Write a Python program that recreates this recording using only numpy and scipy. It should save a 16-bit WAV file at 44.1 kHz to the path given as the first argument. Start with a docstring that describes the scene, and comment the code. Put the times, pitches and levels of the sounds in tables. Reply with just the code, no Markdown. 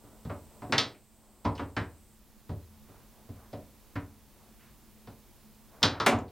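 """Knocks from the start, with soft rod slides between them, over a faint hum and hiss: table football
in a wood-lined attic, two metres away. Figures hit the ball and rods bump their stops: the playfield
rings, the cabinet booms, hard shots clack. Rods click in their bearings; a last shot slams into the end
wall. Gain control ducks everything after loud hits."""
import sys
import numpy as np
from scipy import signal
from scipy.fft import rfft, irfft
from scipy.io import wavfile
from scipy.ndimage import uniform_filter1d

SR = 44100
rng = np.random.default_rng(int(sys.argv[2]) if len(sys.argv) > 2 else 0)


def transcribe(signal):
    """Save signal, clipped to [-1, 1], as a 16-bit WAV file at the path in sys.argv[1]."""
    frames = np.atleast_2d(signal).T
    limited = np.clip(frames, -1, 1)
    pcm = np.round(limited * 32767).astype(np.int16)
    wavfile.write(sys.argv[1], SR, pcm)


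N = 278271

# Rods and ball sliding. Each row: start in seconds, length in seconds, top level in dB, centre in Hz.
SLIDE_STROKES = [(0.0, 0.3, -60, 536), (0.442, 0.6, -62, 524), (1.154, 0.71, -64, 514),
                 (2.872, 0.23, -62.5, 720), (3.118, 0.21, -64.5, 537), (3.343, 0.24, -62, 695),
                 (4.33, 0.26, -65.5, 550), (4.577, 0.18, -65, 1390), (5.695, 0.4, -59, 640),
                 (5.92, 0.11, -39, 870)]
# Room rumble and hiss. Each row: frequency in Hz, relative density in dB.
FLOOR_SPECTRUM = [(12, -33.5), (20, -3.5), (58, -2.5), (74, -12.5), (104, -10), (150, -15), (172, -24),
                  (216, -2.5), (248, -14.5), (446, -20), (738, -23), (873, -21.5), (1610, -29),
                  (10800, -31.5), (16000, -29.5)]
# Likeness of that noise left and right. Each row: frequency in Hz, correlation.
FLOOR_COHERENCE = [(60, 0.2), (150, 0.9), (380, 0.92), (950, 0.98), (2380, 0.99), (5980, 0.59),
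                   (15000, 0.87)]
# Hum. Each row: frequency in Hz, level in dB.
HUM_TONES = [(48.4, -72), (100, -76.5), (142, -73), (216, -67), (350, -78)]
# Thin high hiss. Each row: time in seconds, level in dB.
HISS_ENVELOPE = [(0, -71.5), (0.7, -68.5), (1.6, -68), (2.15, -68.5), (2.26, -89)]
# Ball meets figure or wall. Each row: start in seconds, knock in dB, contact corner in Hz,
# cabinet boom in dB, pitch the struck spot favours in Hz, plastic clack in dB.
BALL_HITS = [ (0.037, -60, 560, -58.5, 300, -84), (0.2508, -47.5, 620, -39, 225, -67),
             (0.2963, -41.5, 1120, -46.5, 590, -70), (0.620, -44.5, 940, -47.5, 738, -71),
             (0.696, -39.5, 360, -55, 274, -79), (0.7237, -22.5, 1790, -40.5, 258, -32),
             (0.781, -25.5, 2100, -39, 1275, -20.5), (1.4462, -37, 600, -39, 230, -60),
             (1.451, -28.5, 970, -29.5, 985, -48.5), (1.594, -33.5, 1050, -39.5, 264, -58),
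             (1.766, -29, 1780, -32, 214, -46), (2.493, -43, 540, -35.3, 185, -66),
             (2.884, -64.5, 600, -59, 382, -92), (3.289, -53, 570, -43, 244, -82),
             (3.530, -43.5, 605, -44, 620, -62), (3.956, -41, 1700, -34.5, 290, -63.5),
             (5.0725, -51.5, 820, -51, 240, -66.5), (5.82, -43.5, 1000, -43, 280, -61),
             (5.8297, -19.3, 1490, -25, 268, -16.5), (6.0004, -24, 1270, -40.5, 1020, -33.5),
             (6.126, -26, 1000, -26, 235, -58), ]
# Dense resonances of wood and plastic. Each row: frequency in Hz, relative density in dB.
WOOD_SPECTRUM = [(30, -29), (60, -24), (120, 5), (190, -3.5), (260, -2), (420, -1.5), (700, -2.5),
                 (1100, 0), (2500, 0.5), (5000, -2.5), (8000, -2), (16000, -12)]
PLASTIC_SPECTRUM = [(300, -41), (2000, -18.5), (2700, -13), (3200, -3), (3900, -3.5), (5200, -6),
                    (6200, -15), (8000, -28.5), (11000, -37.5), (16000, -39)]
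# Modes of a figure on its steel rod, the playfield with its walls, and the heavy cabinet.
# Each row: frequency in Hz, relative level in dB, T60 in seconds.
FIGURE_MODES = [(3300, -4.5, .2), (3960, 7, 0.22), (3570, -2.5, 0.24), (4199, -1.5, .17), (4380, -4.5, .2),
                (4829, 3, .22), (4860, -11.5, 0.25), (5200, -7, 0.22), (5582, -23.5, .19)]
PLAYFIELD_MODES = [(167, -8, 0.27), (211.5, -10, 0.3), (232.7, 1.5, 0.23), (268.4, -5, 0.35),
                   (287.8, 2, .31), (383.4, -5, 0.29), (452, -6.5, .35), (575.6, -5, 0.25),
                   (598, -21, 0.34), (624, -8, 0.24), (727.5, -6.5, 0.3), (754, -6, 0.17),
                   (920, -20, 0.173), (970, -8.5, 0.33), (1034, -2, 0.16), (1280, -6.5, 0.25),
                   (1440, -21, 0.26), (1670, -15.5, 0.26), (2063, -13.5, 0.17), (2175, -8, .24),
                   (2455, -11.5, .2)]
CABINET_MODES = [(60.6, -13, .4), (81.5, -10.5, 0.66), (98.65, -2.5, 0.37), (111.7, 0, 0.24),
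                 (134.5, -11.5, 0.26), (164.7, -6.5, 0.27)]
# Attic decay. Each row: frequency in Hz, T60 in seconds.
ATTIC_DECAY = [(60, 0.4), (160, 0.39), (420, 0.45), (1100, 0.27), (2900, 0.23), (5000, 0.21), (8000, 0.2),
               (15000, 0.126)]
# Direct sound and first reflections off table walls and roof. Each row: delay in seconds, relative gain.
EARLY_PATHS = [(0, 0.96), (.0021, -0.65), (.0065, .55), (0.0121, .35), (0.0245, -0.27)]
# Rods in their bearings. Each row: start in seconds, level in dB, pitch in Hz.
BEARING_CLICKS = [(0.946, -62, 2450), (1.5525, -54, 5000), (1.579, -48.5, 2970), (6.187, -56, 6840),
                  (6.280, -62, 4200)]
# Phase between the capsules. Each row: frequency in Hz, lead of the left in radians.
LEFT_LEAD = [(100, 0.13), (2000, 0.047), (4500, 0.34), (8000, 1.1), (12000, 0.18), (16000, 1.4)]

FLOOR_DB, EDGE_HZ = -57, 16000
FALL_DB_PER_OCT, STEEPEN_DB_PER_OCT2, FALL_REF_HZ = 7.5, 2, 520
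HARD_BRIGHTENS_PER_OCT, HARD_DAMPS, BOOM_SHARE = 0.18, 0.2, 0.45
BUMP_DB, MATCH_DB, MATCH_OCT = 1.5, 6.5, 0.5
FIELD_DB, FIELD_FULL_HZ, FIELD_LOSS_DB_PER_OCT = -3.5, 277, 8.5
SPOT_FAVOUR_DB, SPOT_SPREAD_DB, FIGURE_RE_CLACK_DB = 9, 1.5, -10
PING_DB, PING_T60_S, OVERTONE_RATIO, OVERTONE_DB, CLICK_BODY_DB = 15, 0.017, 2.1, -11, -19
SLAM_S, SLAM_HIGHPASS_HZ = 6.0622, 210
AGC_THRESHOLD_DB, AGC_CUT_DB_PER_DB, AGC_RECOVERY_DB_PER_S, AGC_START_DB = -32, 0.28, 2.9, 1.2


def amp(db):
    return 10 ** (np.asarray(db) / 20)


def rms(x):
    return np.sqrt(np.mean(x ** 2) + 1e-20)


def curve_at(points, hz):
    """Interpolate over log frequency."""
    point_hz, value = np.transpose(points)
    return np.interp(np.log(hz + 1), np.log(point_hz), value)


def add(mix, start_s, sound):
    part = mix[max(round(start_s * SR), 0):][:len(sound)]
    part += sound[:len(part)]


def at_level(sound, db):
    """Set the RMS of the first 40 ms."""
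    return amp(db) * sound / rms(sound[:SR // 25])


def colour(x, gain_db):
    """Minimum-phase filter: nothing sounds before the blow."""
    log_gain = np.log(amp(np.maximum(gain_db, -100)))
    mirrored = np.concatenate([log_gain, log_gain[-2:0:-1]])
    response = np.exp(np.conj(signal.hilbert(mirrored)))[:len(gain_db)]
    return irfft(rfft(x) * response, len(x))


def noise_band(size, centre_hz, width_oct):
    """Bell-shaped noise band, unit RMS."""
    hz = np.fft.rfftfreq(size, 1 / SR) + 1
    bell = np.exp(-0.5 * (np.log2(hz / centre_hz) / width_oct) ** 2)
    x = irfft(rfft(rng.standard_normal(size)) * bell, size)
    return x / rms(x)


def slide(length_s, db, centre_hz):
    """A rod or the ball rubs: noise that swells fast and fades."""
    size = int(length_s * SR)
    stroke = np.sin(np.pi * np.linspace(0, 1, size) ** 0.56)
    return amp(db) * stroke * noise_band(size, centre_hz, width_oct=0.83)


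def background():
    """Room rumble and hiss, a wavering hum, and a thin hiss that drops away after two seconds."""
    hz, t = np.fft.rfftfreq(N, 1 / SR), np.arange(N) / SR
    left, unrelated = rfft(rng.standard_normal((2, N)))
    coherence = np.clip(curve_at(FLOOR_COHERENCE, hz), -1, 1)
    right = coherence * left + np.sqrt(1 - coherence ** 2) * unrelated
    tilt = amp(curve_at([(4000, 0.32), (12000, 2.2)], hz))  # the right capsule hisses more
    floor = irfft(np.array([left / tilt, right * tilt]) * amp(curve_at(FLOOR_SPECTRUM, hz)), N)
    hum = np.zeros(N)
    for tone_hz, db in HUM_TONES:
        waver_rad = 0.19 * noise_band(N, 4.6, width_oct=0.94)
        hum += amp(db) * np.sqrt(2) * np.sin(2 * np.pi * tone_hz * t + waver_rad)
    hiss_db = np.interp(t, *np.transpose(HISS_ENVELOPE))
    hiss = amp(hiss_db) * noise_band(N, 8160, width_oct=0.14)
    return amp(FLOOR_DB) * floor / rms(floor) + hum + hiss


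def contact_db(hz, corner_hz, bump_db, fall_db_per_oct):
    """Spectrum of the push: a softer contact lasts longer and excites less treble."""
    octave = np.log2((hz + 1) / corner_hz)
    return bump_db * np.exp(-(octave / 0.3) ** 2) - fall_db_per_oct * np.logaddexp(0, 6 * octave) / 6


def scatter(t, direct, early, early_s, rise_s):
    """An impulse, its quick echoes in the table, and the room tail dying band by band."""
    taps = rng.choice([-1., 1.], len(t)) * (rng.random(len(t)) < 0.25)
    hz, frame_s, bands = signal.stft(taps, SR, nperseg=512)
    bands = bands / (abs(bands) + 1e-9) ** 0.5  # many paths even out the spectrum
    decay = amp(-60 * frame_s / curve_at(ATTIC_DECAY, hz)[:, None])
    tail = signal.istft(bands / rms(abs(bands)) * decay, SR, nperseg=512)[1][:len(t)]
    tail = tail * (1 + early * np.exp(-t / early_s)) * (1 - np.exp(-t / rise_s))
    tail /= np.linalg.norm(tail)
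    for delay_s, gain in EARLY_PATHS:
        add(tail, delay_s, [direct * gain])
    return tail


def ring(t, modes, rise_s, feed_db=0):
    """Decaying modes, fed a little differently by every blow."""
    hz, db, t60_s = np.transpose(modes)
    phase = rng.random(hz.shape)
    spread_db = SPOT_SPREAD_DB * rng.standard_normal(hz.shape)
    t = t[:, None]
    waves = amp(db + feed_db + spread_db - 60 * t / t60_s) * np.sin(2 * np.pi * (hz * t + phase))
    return (waves * (1 - np.exp(-t / rise_s))).sum(1)


def blow(knock_db, corner_hz, bump_db, fall_db_per_oct, boom_db, field_db, spot_hz, clack_db):
    """Wooden knock, plastic clack, ringing figure and playfield, and a cabinet that swings up slowly."""
    t = np.arange(2 ** 15) / SR
    hz, field_hz = np.fft.rfftfreq(len(t), 1 / SR), np.transpose(PLAYFIELD_MODES)[0]
    # Upper modes of rods and figures cluster differently at every spot.
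    clusters = uniform_filter1d(uniform_filter1d(rng.standard_normal(len(hz)), size=70), size=50)
    cluster_db = 2.2 * clusters / rms(clusters) * hz / (hz + 2000)
    push_db = contact_db(hz, corner_hz, bump_db, fall_db_per_oct)
    wood_paths = scatter(t, direct=0.086, early=0.2, early_s=0.019, rise_s=0.0015)
    wood = colour(wood_paths, curve_at(WOOD_SPECTRUM, hz) + push_db + cluster_db)
    plastic_paths = scatter(t, direct=0.55, early=0.17, early_s=0.013, rise_s=0.00071)
    clack = colour(plastic_paths, curve_at(PLASTIC_SPECTRUM, hz))
    figure = ring(t, FIGURE_MODES, rise_s=0.0013)
    spot_db = SPOT_FAVOUR_DB * np.exp(-(np.log2(field_hz / spot_hz) / 0.26) ** 2)
    feed_db = spot_db + contact_db(field_hz, corner_hz, 0, fall_db_per_oct)
    field = ring(t, PLAYFIELD_MODES, rise_s=0.011, feed_db=feed_db)
    boom = ring(t, CABINET_MODES, rise_s=0.011)
    return (at_level(wood, knock_db) + at_level(clack, clack_db)
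            + at_level(figure, clack_db + FIGURE_RE_CLACK_DB)
            + at_level(field, field_db) + at_level(boom, boom_db))


def ball_knock(db, corner_hz, boom_db, spot_hz, clack_db):
    """Hard hits give more treble, less playfield. A corner near the spot's pitch rings hollow."""
    hardness_db = clack_db - db
    fall_db_per_oct = FALL_DB_PER_OCT + STEEPEN_DB_PER_OCT2 * np.log2(corner_hz / FALL_REF_HZ)
    fall_db_per_oct -= HARD_BRIGHTENS_PER_OCT * hardness_db
    bump_db = BUMP_DB + MATCH_DB * np.exp(-(np.log2(spot_hz / corner_hz) / MATCH_OCT) ** 2)
    drive_db = db + BOOM_SHARE * (boom_db - db) - HARD_DAMPS * hardness_db
    low_spot_loss_db = FIELD_LOSS_DB_PER_OCT * max(np.log2(FIELD_FULL_HZ / spot_hz), 0)
    field_db = drive_db + FIELD_DB - low_spot_loss_db
    return blow(db, corner_hz, bump_db, fall_db_per_oct, boom_db, field_db, spot_hz, clack_db)


def rod_click(db, hz):
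    """A dry steel ping in the bearing; it hardly stirs the table."""
    body_db = db + CLICK_BODY_DB
    table = blow(db, hz, bump_db=6, fall_db_per_oct=14.5,
                 boom_db=body_db, field_db=body_db, spot_hz=hz, clack_db=body_db)
    modes = [(hz, 0, PING_T60_S), (hz * OVERTONE_RATIO, OVERTONE_DB, PING_T60_S)]
    ping = ring(np.arange(len(table)) / SR, modes, rise_s=0.001)
    return table + amp(db + PING_DB) * ping


def end_wall_slam():
    """The ball cracks against the end wall, too stiff to give bass, and jolts the rods."""
    crack = blow(knock_db=-15, corner_hz=740, bump_db=2.5, fall_db_per_oct=4.5,
                 boom_db=-48, field_db=-18.5, spot_hz=695, clack_db=-45)
    rods = blow(knock_db=-22.5, corner_hz=2330, bump_db=11, fall_db_per_oct=17.5,
                boom_db=-70, field_db=-27.5, spot_hz=2400, clack_db=-48)
    highpass = signal.butter(3, SLAM_HIGHPASS_HZ, "high", fs=SR, output="sos")
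    return signal.sosfilt(highpass, crack + rods)


def microphone(x):
    """Two close capsules, the table slightly to the left: the right lags, mainly in the treble."""
    lag = np.exp(-1j * curve_at(LEFT_LEAD, np.fft.rfftfreq(N, 1 / SR)))
    return np.array([x, irfft(rfft(x) * lag, N)])


def scene():
    """The game in stereo over the room's background."""
    game = np.zeros(N)
    for source, events in (slide, SLIDE_STROKES), (ball_knock, BALL_HITS), (rod_click, BEARING_CLICKS):
        for start_s, *settings in events:
            add(game, start_s, source(*settings))
    add(game, SLAM_S, end_wall_slam())
    return microphone(game) + background()


def record(dry):
    """Gain control starts low, cuts fast, recovers slowly; then soft overload and a band limit."""
    pole = np.exp(-1 / (0.0015 * SR))  # 1.5 ms detector
    power_db = 10 * np.log10(signal.lfilter([1 - pole], [1, -pole], (dry ** 2).mean(0)) + 1e-12)
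    recovery_db = AGC_RECOVERY_DB_PER_S * np.arange(N) / SR
    wanted_db = AGC_CUT_DB_PER_DB * np.maximum(power_db - AGC_THRESHOLD_DB, 0)
    duck_db = np.maximum.accumulate(np.maximum(wanted_db + recovery_db, AGC_START_DB)) - recovery_db
    ducked = dry * amp(-duck_db)
    clipped = ducked / (1 + (ducked / 0.52) ** 6) ** (1 / 6)
    lowpass = signal.firwin(511, EDGE_HZ, window=("kaiser", 9), fs=SR)
    return signal.oaconvolve(clipped, lowpass[None], "same")


dry = scene()
out = record(dry)
transcribe(out)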